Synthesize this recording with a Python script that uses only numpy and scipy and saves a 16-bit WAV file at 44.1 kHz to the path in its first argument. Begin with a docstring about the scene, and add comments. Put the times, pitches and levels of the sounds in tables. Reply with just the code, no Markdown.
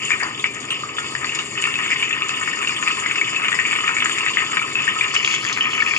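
"""Small kitchen, microphone just above a steel wok: coated vegetable slices fry in shallow oil.
From the start a stove hums under small and deep bubbles and a fine fizz; steam rushes out, large bubbles pop.
The bowl and the walls answer. Then droplets spit, flaring the fizz, and trapped water cracks.
Close to 5.1 s the treble opens up, the stereo image shifts and flurries of droplets crackle.
Bubbles and spits are short decaying sines; cracks, steam, hiss and stove rush are shaped noise."""
import sys
import numpy as np
from scipy import signal
from scipy.fft import rfft, irfft, next_fast_len
from scipy.io import wavfile
from scipy.ndimage import uniform_filter1d, minimum_filter1d, map_coordinates

SR = 44100
rng = np.random.default_rng(int(sys.argv[2]) if len(sys.argv) > 2 else 0)


def int16_out(signal):
    """Quantize to a 16-bit WAV file."""
    q = np.round(np.clip(np.atleast_2d(signal).T, -1, 1) * 32767)
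    wavfile.write(sys.argv[1], SR, q.astype(np.int16))


N = 263884

# Levels in the tables are relative: each source adds its own trim. Tone tables are spectral shapes.
# stove rush: [f/Hz, level/dB]
STOVE_TONE = [(15, -73), (25, -27), (43, -28.5), (97, -4.5), (140, -0.5), (183, -4), (269, -0.5),
              (302, -3.5), (333, 2.5), (368, -5), (401, 1), (504, -9), (606, -12), (750, -13.5),
              (980, -15.5), (1650, -120)]
# stove hum partials: [f/Hz, level/dB]
HUM_PARTIALS = [(134.6, -45.5), (204.6, -78), (274.5, -47), (403.7, -43.5)]
# deep bubbles under the slices, strength over time: [t/s, level/dB]
SIMMER_LEVEL = [(0, -44.5), (0.75, -43.5), (1.7, -44), (2.7, -39), (3.3, -41.5), (3.8, -35.5), (4.4, -41),
                (5.35, -39), (5.7, -35), (5.98, -38)]
# their spectrum: [f/Hz, level/dB]
SIMMER_TONE = [(500, -28), (800, -10.5), (1050, -3.5), (1260, 3), (1450, -19), (2000, -24.5), (4000, -76)]
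# how hard the oil boils, as strength of the small bubbles: [t/s, level/dB]
BOIL_LEVEL = [(0.0, -30), (0.6, -35.5), (0.9, -36.5), (1.35, -28), (1.48, -34), (1.92, -26.5), (2.4, -29),
              (2.76, -31), (3.0, -23.5), (3.3, -28.5), (3.66, -25.5), (4.73, -29), (5.0, -25.5), (5.2, -31),
              (5.41, -30), (5.98, -28.5)]
# spectrum of the small bubbles: [f/Hz, level/dB]
BUBBLE_TONE = [(350, -60), (600, -21), (660, -12.5), (864, -10.5), (1240, -2.5), (1400, -14), (1630, -12.5),
               (1820, -6.5), (2040, -3.5), (2540, -1), (3010, -2.5), (3150, -12), (3500, -7), (4000, -43.5),
               (5200, -74), (8800, -120)]
# strength of the fizz: [t/s, level/dB]
FIZZ_LEVEL = [(0, -35.5), (0.1, -37.5), (0.3, -40), (0.5, -41.5), (0.78, -41.5), (0.84, -36.5), (0.87, -42),
              (0.93, -43), (0.98, -37.5), (1.35, -36), (1.48, -39), (1.6, -36), (1.9, -35.5), (2.18, -39),
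              (2.3, -38), (2.9, -34), (3.85, -39.5), (4.06, -33), (4.3, -34.5), (4.38, -36.5),
              (4.47, -35.5), (4.65, -37), (5.21, -34.5), (5.26, -32.5), (5.35, -30), (5.41, -35),
              (5.47, -33), (5.55, -38), (5.6, -36), (5.67, -38), (5.75, -34), (5.98, -33.5)]
# spectrum of the fizz: [f/Hz, level/dB]
FIZZ_TONE = [(2120, -50), (3600, -6), (3940, -26), (5060, -3), (5750, -14), (6040, -18.5), (6820, 3),
             (7110, 5.5), (8080, -11), (9070, -7), (10400, -30), (11200, -18.5), (12300, -37), (14600, -26),
             (15400, -27)]
# spectrum of the fizz once it opens up: [f/Hz, level/dB]
OPEN_FIZZ_TONE = [(1940, -49), (3300, 6), (3800, -12.5), (4380, 2.5), (6090, -6), (6880, 2.5), (7290, -1),
                  (7700, -19), (8510, -19.5), (9400, -26), (10700, -7), (12100, -31), (15400, -53)]
# steam escaping from under the coating: [t/s, level/dB, rise/s, fall/s, centre f/Hz, width/octaves]
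PUFFS = [(0.075, -32, .06, .02, 2800, .15), (0.203, -26, .003, .045, 1950, .3),
         (0.228, -28.5, .006, .04, 1100, .55), (0.706, -28, .002, .045, 2800, .17),
         (0.711, -37, .006, .014, 8800, .07)]
# large bubbles bursting: [t/s, level/dB, mid-glide cavity f/Hz, ring time/s, film snap level/dB]
POPS = [(0.083, -26, 2680, 0.0035, -2), (0.1057, -6.0, 2030, 0.0017, -4), (0.116, -11.5, 2430, 0.006, -18),
        (0.1302, -15, 2340, 0.0068, -13), (0.442, -4.5, 2220, 0.0027, -7), (0.7072, -19, 2850, 0.0035, -16),
        (0.8351, -15.5, 1230, 0.0031, -10), (0.9841, -8, 1320, 0.00077, 3),
        (1.1516, -11.5, 1860, 0.0032, -1), (1.245, -10, 1950, 0.0019, 11),
        (1.2934, -13.5, 2700, 0.0033, -14), (1.3896, -15, 2730, 0.0024, -2),
        (1.6232, -14.0, 2870, 0.0024, -1), (1.6404, -6.5, 2580, 0.0021, -15),
        (1.673, -12, 1220, 0.0018, -6), (1.7407, -11, 2640, 0.00062, -12),
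        (1.7555, -14.5, 2630, 0.0054, -7), (1.852, -12.5, 2330, 0.0015, -1),
        (1.8622, -10.5, 2210, 0.0025, 5), (1.911, -13.5, 2310, 0.0041, -4), (1.93, -13.5, 2000, 0.0046, -5),
        (1.9602, -16, 2090, 0.0039, -1), (2.0282, -10.5, 2400, 0.0048, -4), (2.1087, -13, 2340, 0.0045, 1),
        (2.128, -12.5, 2690, 0.0041, -13), (2.175, -18, 2390, 0.0027, 7), (2.2209, -10, 2680, 0.0054, -3),
        (2.293, -8, 2690, 0.0029, 5), (2.3685, -18, 2900, 0.0031, -5), (2.4764, -9, 1870, 0.0028, 19),
        (2.514, -16.5, 2600, 0.0017, -3), (2.5893, -18, 2600, 0.0019, -9), (2.628, -9.5, 2150, 0.00077, 9),
        (2.6468, -13, 2425, 0.0048, 7), (2.6735, -9.5, 2677, 0.0015, -5), (2.6932, -9, 2460, 0.0038, 4),
        (2.7791, -23, 2410, 0.0035, 2), (2.8266, -7, 2420, 0.0018, 9), (2.876, -6.5, 2594, 0.0027, -17),
        (2.9044, -13, 1300, 0.0027, -3), (2.9708, -15, 2160, 0.0024, 17), (3.0613, -6, 2040, 0.0019, 2),
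        (3.112, -8, 2437, 0.0026, 1), (3.1575, -9.5, 2150, 0.0029, 6), (3.1827, -14.0, 2720, 0.0023, -17),
        (3.2135, -7, 2230, 0.003, -17), (3.3321, -12.5, 2380, 0.00085, 7), (3.3632, -12, 2690, 0.0039, -11),
        (3.4191, -12.5, 2560, 0.0035, 4), (3.4463, -12.5, 2900, 0.0044, 5), (3.4834, -5, 2330, 0.001, -14),
        (3.5187, -8.0, 1990, 0.0015, 3), (3.5277, -6, 1910, 0.0046, 5.5), (3.543, -13.5, 1900, 0.0035, -1),
        (3.5895, -7.5, 1910, 0.0045, -1), (3.6683, -18, 2570, 0.0025, -3), (3.7143, -24, 2000, 0.0035, 2),
        (3.729, -6, 2130, 0.00075, 13), (3.7602, -11, 2720, 0.0022, 1), (3.7873, -18, 1310, 0.0035, -6),
        (3.8073, -12, 2610, 0.00079, -6), (3.8785, -4.5, 2435, 0.0047, 3.5),
        (3.8921, -7.5, 1440, 0.0017, -9), (3.967, -7.5, 2260, 0.0031, -1),
        (3.9846, -11.5, 2270, 0.0015, -10), (4.004, -12.5, 2700, 0.002, -15),
        (4.0233, -5, 2150, 0.00084, 7), (4.0578, -4.5, 1855, 0.0013, 1), (4.096, -7.5, 2360, 0.0025, 10),
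        (4.1842, -7, 2275, 0.0013, 0), (4.207, -13, 2690, 0.0023, -11), (4.2634, -7.0, 2000, 0.0018, -3),
        (4.2843, -9.5, 2550, 0.0022, -12), (4.371, -2, 2055, 0.0027, -12), (4.497, -19, 1260, 0.0028, -6),
        (4.5191, -13.0, 2180, 0.001, -4), (4.5704, -4, 2187, 0.001, -5), (4.5934, -16, 2280, 0.0038, -5),
        (4.617, -13.5, 1250, 0.0025, -8), (4.7544, -9.5, 2620, 0.0029, 0), (4.7932, -14, 2630, 0.0035, -1),
        (4.8202, -15, 2660, 0.0033, -10), (4.8778, -9.5, 1790, 0.0039, -6),
        (4.9107, -17, 2490, 0.00084, -1), (4.9622, -15.5, 1250, 0.0024, -3),
        (5.0102, -6.5, 2360, 0.003, -17), (5.0436, -10, 2700, 0.002, -11), (5.1394, -13, 1240, 0.0031, -4),
        (5.1526, -8, 2360, 0.0018, 9), (5.163, -8.5, 2910, 0.0035, 4), (5.248, -9.5, 2640, 0.0015, -12),
        (5.2755, -7.5, 2370, 0.0026, -2.5), (5.3402, -7, 2120, 0.0029, 5), (5.4506, -11, 1840, 0.0021, 8),
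        (5.4974, -8.5, 2170, 0.0015, 3), (5.5636, -16.0, 2270, 0.0023, -6), (5.5745, -6, 2200, 0.0016, 9),
        (5.6085, -8.5, 2960, 0.0024, -18), (5.6547, -15, 2460, 0.0054, 0), (5.733, -11.5, 2900, 0.003, 3),
        (5.7783, -12.5, 2390, 0.002, -10), (5.8034, -12, 2380, 0.0043, -8), (5.8222, -6, 1830, 0.004, 10),
        (5.8631, -12, 2470, 0.0038, -2), (5.91, -14.5, 2360, 0.0043, -8), (5.9365, -11, 2270, 0.0025, -5),
        (5.964, -10, 2540, 0.0021, -16)]
# steel modes of the wok: [f/Hz, level/dB, t60/s]
WOK_MODES = [(1037, 1, 0.17), (1270, 2, 0.11), (1510, -8, 0.16), (1842, 3.5, 0.044), (2040, -2, 0.19),
             (2230, 3, 0.11), (2410, -0.5, 0.13), (2596, 5.5, 0.17), (2720, -9, 0.32), (2800, 0, 0.17),
             (2980, 7, 0.2)]
# reverberation time of the kitchen: [f/Hz, t60/s]
KITCHEN_T60 = [(300, 0.17), (2500, 0.17), (10000, 0.14)]
# droplets spitting: [t/s, level/dB, starting f/Hz, decay of the fizz that follows/s]
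SPITS = [(0.233, -12, 4860, 0.0014), (0.546, -18.5, 7000, 0.011), (0.603, -17.5, 6720, 0.017),
         (0.652, -17.5, 7030, 0.0067), (0.7088, -22, 8500, 0.003), (1.151, -20, 5000, 0.01),
         (1.2452, -20, 4470, 0.006), (1.348, -9.5, 7050, 0.012), (1.617, -15.5, 7350, 0.031),
         (1.6215, -20, 8770, 0.005), (1.905, -19, 7100, 0.023), (2.2855, -13.5, 6960, 0.053),
         (2.765, -18, 8300, 0.008), (2.8838, -24, 8850, 0.02), (3.1582, -16, 5200, 0.011),
         (3.546, -15.5, 7350, 0.08), (3.668, -18, 6940, 0.15), (3.9453, -16, 6970, 0.065),
         (4.046, -16, 7100, 0.023), (4.184, -15, 6900, 0.018), (4.2545, -20, 8400, 0.015),
         (5.1407, -16, 8100, 0.008), (5.144, -11.5, 5240, 0.037), (5.2551, -18, 4940, 0.02),
         (5.3125, -16, 4770, 0.008), (5.3455, -22, 7000, 0.022), (5.4427, -15, 4750, 0.016),
         (5.4965, -29, 4780, 0.0088), (5.5274, -11, 6420, 0.011)]
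# spectrum of a spit's click: [f/Hz, level/dB]
CLICK_TONE = [(3000, -21), (6500, 18), (9000, -6), (11500, -23), (15000, -28)]
# dry, broad cracks of water bursting in the oil: [t/s, level/dB]
CRACKS = [(0.396, -20), (0.631, -30), (0.705, -17), (1.246, -30), (1.3897, -18), (5.1402, -23),
          (5.151, -11), (5.1644, -24), (5.247, -9.5), (5.277, -13), (5.3118, -14), (5.343, -19),
          (5.3489, -11), (5.364, -21), (5.433, -33), (5.453, -27), (5.465, -15.5), (5.488, -15),
          (5.5265, -14.5)]
# spectrum of a crack: [f/Hz, level/dB]
CRACK_TONE = [(500, -35), (1100, -1), (2200, -8), (3400, 9), (4000, -6), (5000, -7), (6000, -10), (7000, 7),
              (8000, -39), (11000, -45), (12500, -55), (15000, -68)]
# how far the sound has opened up: [t/s, share 0-1]
OPENING = [(5.07, 0.02), (5.16, 0.86)]
# flurries as moisture from a new slice meets the oil: [t/s, level/dB, decay/s]
FLURRIES = [(5.141, -33.5, 0.03), (5.245, -29, 0.07), (5.341, -35, 0.017), (5.443, -34, 0.08),
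            (5.527, -33, 0.05)]
# their spectrum: [f/Hz, level/dB]
FLURRY_TONE = [(1500, -31), (3200, -3), (4300, 0), (6000, -5), (7000, 5), (7800, -20), (12000, -43)]
# phase between the microphone ports: [f/Hz, lead of the left/radians]
PORT_LEAD = [(100, -0.04), (520, -0.22), (900, 0.92), (1400, 1.88), (1750, 2.04), (2050, 0.56),
             (2400, 1.31), (2950, 1.54), (3200, 2.86), (3900, 3.03), (4750, 2.76), (5000, 0.43),
             (5400, -1.27), (6000, -0.02)]
# level between the ports: [f/Hz, left minus right level/dB]
PORT_LEAN = [(60, -1.5), (140, -0.5), (330, 2), (770, 3.5), (1170, 0.5), (1620, 5), (1870, 21), (2200, 3),
             (2500, 6), (3050, -2.5), (3550, 4.5), (4850, -3.5), (5300, 5.5), (6700, 16.5), (8400, 3.5),
             (15000, 6.5)]
# port phase in the opened sound: [f/Hz, lead of the left/radians]
OPEN_PORT_LEAD = [(100, -0.05), (520, -0.28), (900, 0.89), (1400, 1.68), (3400, 1.97), (3800, -0.49),
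                  (6000, -0.91), (7000, -0.06)]
# port level in the opened sound: [f/Hz, left minus right level/dB]
OPEN_PORT_LEAN = [(60, -4), (99, 0), (160, 0.5), (270, 1.5), (450, 3), (740, 4), (1220, -0.5), (2010, 11.5),
                  (3330, -2), (5500, 17), (9080, 1), (15000, 22)]

STIR_DB, STIR_S = -19, 0.015  # small bubbles after a pop: offset from its table level, decay time
FLARE_DB = -16.5  # fizz after a spit: offset from its table level
SPURT_PER_S, SPURT_DB, SPURT_S = 24, 1, 0.006  # random spurts of fizz: rate, level over FIZZ_LEVEL, decay
STRAY_PER_S, STRAY_DB, STRAY_SPREAD_DB = 12, 1.5, 5.5  # small pops: rate, offset from BOIL_LEVEL, scatter
STRAY_HZ, STRAY_OCTAVES = 2420, 0.17  # their typical pitch and its scatter
STRAY_RING_S, STRAY_SNAP_DB = 0.00071, -4  # their ring time and film snap, as in POPS
TOP_HZ = 15500  # band limit


def amp(db):
    """Decibels to gain."""
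    return 10 ** (np.asarray(db) / 20)


def unit(x):
    """Scale to rms 1."""
    return x / np.sqrt(np.mean(x ** 2) + 1e-20)


def along(points, hz):
    """Interpolate (Hz, value) points on a log frequency axis."""
    f, v = np.transpose(points)
    return np.interp(np.log(hz + 1), np.log(f + 1), v)


def curve(rows):
    """Interpolate (s, value) rows to one value per sample."""
    return np.interp(np.arange(N) / SR, *np.transpose(rows))


def wobble(rate):
    """A smooth random curve with rate knots a second."""
    return map_coordinates(rng.standard_normal(1024), [np.arange(N) * rate / SR], mode="wrap")


def filtered(x, response):
    """x times a complex response of frequency."""
    m = next_fast_len(N + SR // 2)
    hz = np.fft.rfftfreq(m, 1 / SR)
    return irfft(rfft(x, m) * response(hz), m)[..., :N]


def coloured(x, tone, size=4096):
    """x through a causal minimum-phase filter of the given spectral shape, scaled to rms 1."""
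    hz = np.fft.rfftfreq(size, 1 / SR)
    cepstrum = irfft(np.log(amp(along(tone, hz)) + 1e-6))
    # folding the cepstrum forward makes the filter causal
    cepstrum[1:size // 2] *= 2
    cepstrum[size // 2 + 1:] = 0
    impulse = irfft(np.exp(rfft(cepstrum)))
    return unit(signal.fftconvolve(x, impulse[None], axes=1)[:, :N])


def add(track, s, sound):
    """Mix a sound into a stereo or single-row track at time s."""
    start = max(round(s * SR), 0)
    part = track[:, start:start + sound.shape[-1]]
    part += sound[..., :part.shape[1]]


def aftermath(events, rise_s=0.00044):
    """An envelope that rises quickly at each (s, dB, decay s) event and dies away."""
    out, t = np.zeros((1, N)), np.arange(SR // 3) / SR
    for s, db, decay_s in events:
        rise = 1 - np.exp(-(t / rise_s) ** 2)
        add(out, s, amp(db) * rise * np.exp(-np.abs(t / decay_s)))
    return out[0]


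def paths(wet_db, apart_db, size=8192):
    """Direct sound plus the kitchen's decaying tail, nearly alike at two close microphone ports."""
    hz, t, z = signal.stft(rng.standard_normal((2, size)), SR, nperseg=256)
    decay = amp(-60 * t / along(KITCHEN_T60, hz)[:, None])
    mid, side = signal.istft(z * decay, SR, nperseg=256)[1]
    tail = np.array([mid + amp(apart_db) * side, mid - amp(apart_db) * side])
    # the nearest walls are a few ms away, so the tail builds up gradually
    tail = tail * (1 - np.exp(-(np.arange(len(mid)) / SR / 0.0013) ** 2))
    return amp(wet_db) * tail / np.linalg.norm(tail[0]) + signal.unit_impulse(len(mid))


def swarm(per_second, low_hz, high_hz, cycles, spread_db, wet_db, apart_db, count, size):
    """Random tiny decaying sines from count spots in the oil, each spot with its own echoes."""
    out, t = np.zeros((2, N)), np.arange(size) / SR
    for spot in rng.spawn(count):
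        draws = spot.random((int(per_second * N / SR / count), 4))
        when, pitch, strength, life = draws.T[..., None]
        hz = low_hz * (high_hz / low_hz) ** pitch
        turns = t * hz
        # many weak bursts, few strong ones
        gain = amp(-spread_db * np.log(1 - .95 * strength)) * np.sqrt(hz / low_hz)
        envelope = (1 - np.exp(-2 * turns)) * np.exp(-turns / (cycles * (.5 + life)))
        rings = gain * np.sin(2 * np.pi * turns) * envelope
        samples = (when * N).astype(int) + np.arange(size)
        bursts = np.bincount(samples.ravel(), rings.ravel(), N)[:N]
        out += signal.fftconvolve(bursts[None], paths(wet_db, apart_db), axes=1)[:, :N]
    return out


def stove(level_db=-39.5, hum_db=-5.5, hiss_db=-74):
    """A steady low rush, near mono in the bass, with a weak phase-wavering hum and a trace of hiss."""
    mid, side = rng.standard_normal((2, N))
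    width = [(30, -15), (90, -18.0), (380, -13.5), (650, 1.0)]  # (Hz, dB)
    side = filtered(side, lambda hz: amp(along(width, hz)))
    rush = coloured(np.array([mid + side, mid - side]), STOVE_TONE)
    t = np.arange(N) / SR
    hum = sum(amp(db + hum_db) * np.sin(2 * np.pi * hz * t + 2.84 * wobble(10)) for hz, db in HUM_PARTIALS)
    return amp(level_db) * rush + hum + amp(hiss_db) * rng.standard_normal((2, N))


def simmer(level_db=0.0):
    """Deeper bubbles roll out from under the slices: lower, longer rings that swell and ebb in level."""
    bed = swarm(per_second=260, low_hz=967, high_hz=1510, cycles=1.66, spread_db=6,
                wet_db=2, apart_db=-16, count=6, size=384)
    return amp(curve(SIMMER_LEVEL) + level_db) * coloured(bed, SIMMER_TONE)


def bubbles(level_db=-1.5, flurry_db=-0.1):
    """Smaller bubbles snap around the edges of the slices; each large pop in the table stirs them louder."""
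    bed = swarm(per_second=400, low_hz=1390, high_hz=3330, cycles=0.69, spread_db=6.5,
                wet_db=2.5, apart_db=-10.0, count=12, size=256)
    steady = amp(curve(BOIL_LEVEL) + level_db + flurry_db * wobble(21.95))
    stirred = aftermath([(s, db + STIR_DB, STIR_S) for s, db, *_ in POPS])
    return np.hypot(steady, stirred) * coloured(bed, BUBBLE_TONE)


def fizz(opening, level_db=0.0, hiss_db=-10, flurry_db=-1.0):
    """Coating moisture boils off in tiny pitched crackles, flaring after spits; late on a spatter takes over."""
    grains = swarm(per_second=1300, low_hz=3824, high_hz=10530, cycles=2.0, spread_db=6.5,
                   wet_db=4.5, apart_db=-6.5, count=10, size=192)
    grains = unit(grains) + amp(hiss_db) * rng.standard_normal(N)  # the finest ones merge into hiss
    spatter = swarm(per_second=980, low_hz=3500, high_hz=9800, cycles=1.27, spread_db=7.5,
                    wet_db=3.5, apart_db=-4.0, count=8, size=128)
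    fine = np.sqrt(1 - opening) * coloured(grains, FIZZ_TONE)
    coarse = np.sqrt(opening) * coloured(spatter, OPEN_FIZZ_TONE)
    steady = amp(curve(FIZZ_LEVEL) + level_db + flurry_db * wobble(21))
    flares = aftermath([(s, db + FLARE_DB, decay_s) for s, db, hz, decay_s in SPITS])
    when = rng.spawn(1)[0].random(int(SPURT_PER_S * N / SR)) * N / SR
    spurts = amp(curve(FIZZ_LEVEL)) * aftermath([(s, SPURT_DB, SPURT_S) for s in when])
    return np.sqrt(steady ** 2 + flares ** 2 + spurts ** 2) * (fine + coarse)


def stray_pops():
    """Small bubbles burst at random, stronger when the oil boils harder; rows as in POPS."""
    slot, size, pitch = rng.spawn(1)[0].standard_normal((int(STRAY_PER_S * N / SR), 3)).T
    when = np.abs(np.arange(len(slot)) + .5 + slot / 2) / STRAY_PER_S
    db = np.interp(when, *np.transpose(BOIL_LEVEL)) + STRAY_DB + STRAY_SPREAD_DB * size
    hz = STRAY_HZ * 2 ** (STRAY_OCTAVES * pitch)
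    return [(*pop, STRAY_RING_S, STRAY_SNAP_DB) for pop in zip(when, db, hz)]


def puffs():
    """Trapped steam squirts out in short rushes of band noise; a narrow gap makes it squeak."""
    out, t = np.zeros(N), np.arange(N) / SR
    for s, db, rise, fall, centre_hz, octaves in PUFFS:
        band = lambda hz: np.exp(-(np.log2((hz + 1) / centre_hz) / octaves) ** 2 / 2)
        jet = filtered(rng.standard_normal(N), band)
        envelope = np.exp(-np.where(t < s, ((s - t) / rise) ** 2, (t - s) / fall))
        out += amp(db) * unit(jet) * envelope
    tone = [(2900, 2.5), (4000, -8), (4800, 0.0)]  # (Hz, dB)
    return filtered(out, lambda hz: amp(along(tone, hz)))


def pops(level_db=6.5, attack=0.0001, glide=0.072, skin_db=-2, skin_hz=1600, skin_s=0.0002,
         bowl_delay=0.00243, bowl_share=0.38, linger_db=-23, linger_s=0.063):
    """A bubble tears open: its cavity rings, rising, then lingers faintly; the bowl throws the burst back."""
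    out, t = np.zeros((2, N)), np.arange(SR // 12) / SR
    for s, db, hz, life, snap_db in list(POPS) + stray_pops():
        pitch = hz * (1 + glide * (1 - 2 * np.exp(-t / life)))
        decay = np.exp(-(t / life) ** 2) + amp(linger_db) * np.exp(-t / linger_s)
        ring = np.sin(2 * np.pi * np.cumsum(pitch) / SR) * (1 - np.exp(-t / attack)) * decay
        skin = np.sin(2 * np.pi * skin_hz * t) * (t / skin_s) * np.exp(1 - t / skin_s)  # the film's snap
        burst = ring / np.abs(ring).max() + amp(skin_db + snap_db) * skin
        bounce_s = bowl_delay * rng.uniform(0.682, 1.307)
        burst = burst + bowl_share * np.interp(t - bounce_s, t, burst, left=0)
        burst = burst[None] / np.abs(burst).max()
        heard = signal.fftconvolve(burst, paths(wet_db=-5.5, apart_db=-11), axes=1)
        add(out, s, amp(db + level_db) * heard)
    tone = [(100, -34), (700, -22.0), (1150, -9.0), (3000, -8.5), (4000, -10.5), (9000, -22), (13000, -59)]
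    return filtered(out, lambda hz: amp(along(tone, hz)))


def wok(x):
    """The boil keeps the steel bowl ringing: each mode is a narrow resonance set by its decay time."""
    def modes(f):
        return sum(amp(db) / (1 + 1j * (f - hz) * 2 * np.pi * t60 / np.log(1000)) for hz, db, t60 in WOK_MODES)
    return filtered(x, modes)


def spits(level_db=-2, life=0.0013, attack=0.0005, click_db=-15, click_s=0.00063):
    """Droplets spit with a bright noise click and a high, brief, rising ring."""
    out, t = np.zeros((2, N)), np.arange(SR // 80) / SR
    for s, db, hz, _ in SPITS:
        ring = np.sin(2 * np.pi * hz * t * (1 + 2 * t)) * (1 - np.exp(-t / attack)) * np.exp(-t / life)
        noise = rng.standard_normal(len(t)) * np.exp(-t / click_s)
        click = coloured(noise[None], CLICK_TONE)[:, :len(t)]
        spit = ring + amp(click_db) * click / np.abs(click).max()
        heard = signal.fftconvolve(spit, paths(wet_db=-3.0, apart_db=-10), axes=1)
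        add(out, s, amp(db + level_db) * heard)
    return out


def cracks(level_db=-2.5, life=0.00084):
    """Water trapped under the oil bursts with a dry, unpitched crack of decaying noise."""
    out, t = np.zeros((2, N)), np.arange(SR // 100) / SR
    for s, db in CRACKS:
        noise = rng.standard_normal(len(t)) * np.exp(-t / life)
        burst = coloured(noise[None], CRACK_TONE)
        heard = signal.fftconvolve(burst / np.abs(burst).max(), paths(wet_db=-1, apart_db=-2), axes=1)
        add(out, s, amp(db + level_db) * heard)
    return out


def flurries(level_db=-3.0):
    """Runs of wet droplets hit the oil and crackle off in quick, dry snaps."""
    snaps = swarm(per_second=720, low_hz=3000, high_hz=7200, cycles=0.9, spread_db=5,
                  wet_db=-4, apart_db=-4, count=6, size=128)
    return amp(level_db) * aftermath(FLURRIES) * coloured(snaps, FLURRY_TONE)


def placed(x, lead, lean):
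    """The ports hear each frequency apart in phase and level; their sum is kept, bar deep cancellations."""
    def response(hz):
        left = amp(along(lean, hz) / 2) * np.exp(.5j * along(lead, hz))
        centre = np.maximum(np.abs(left + 1 / left) / 2, .35)
        return np.array([left, 1 / left]) / centre
    return filtered(x, response)


def scene():
    """The frying and the stove, heard from just above the wok."""
    opening = np.clip(curve(OPENING), 0, 1)
    boil = simmer() + bubbles() + puffs() + pops()
    sound = stove() + boil + wok(boil) + fizz(opening) + spits() + cracks() + flurries()
    before = placed(sound, PORT_LEAD, PORT_LEAN)
    opened = placed(sound, OPEN_PORT_LEAD, OPEN_PORT_LEAN)
    return (1 - opening) * before + opening * opened


def record(dry):
    """A fast limiter holds the loudest peaks under full scale; nothing is kept above the band limit."""
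    needed = 1 / np.maximum(np.abs(dry).max(axis=0) / .9, 1)
    gain = uniform_filter1d(minimum_filter1d(needed, size=257), size=129)
    return filtered(dry * gain, lambda hz: hz < TOP_HZ)


dry = scene()
out = record(dry)
int16_out(out)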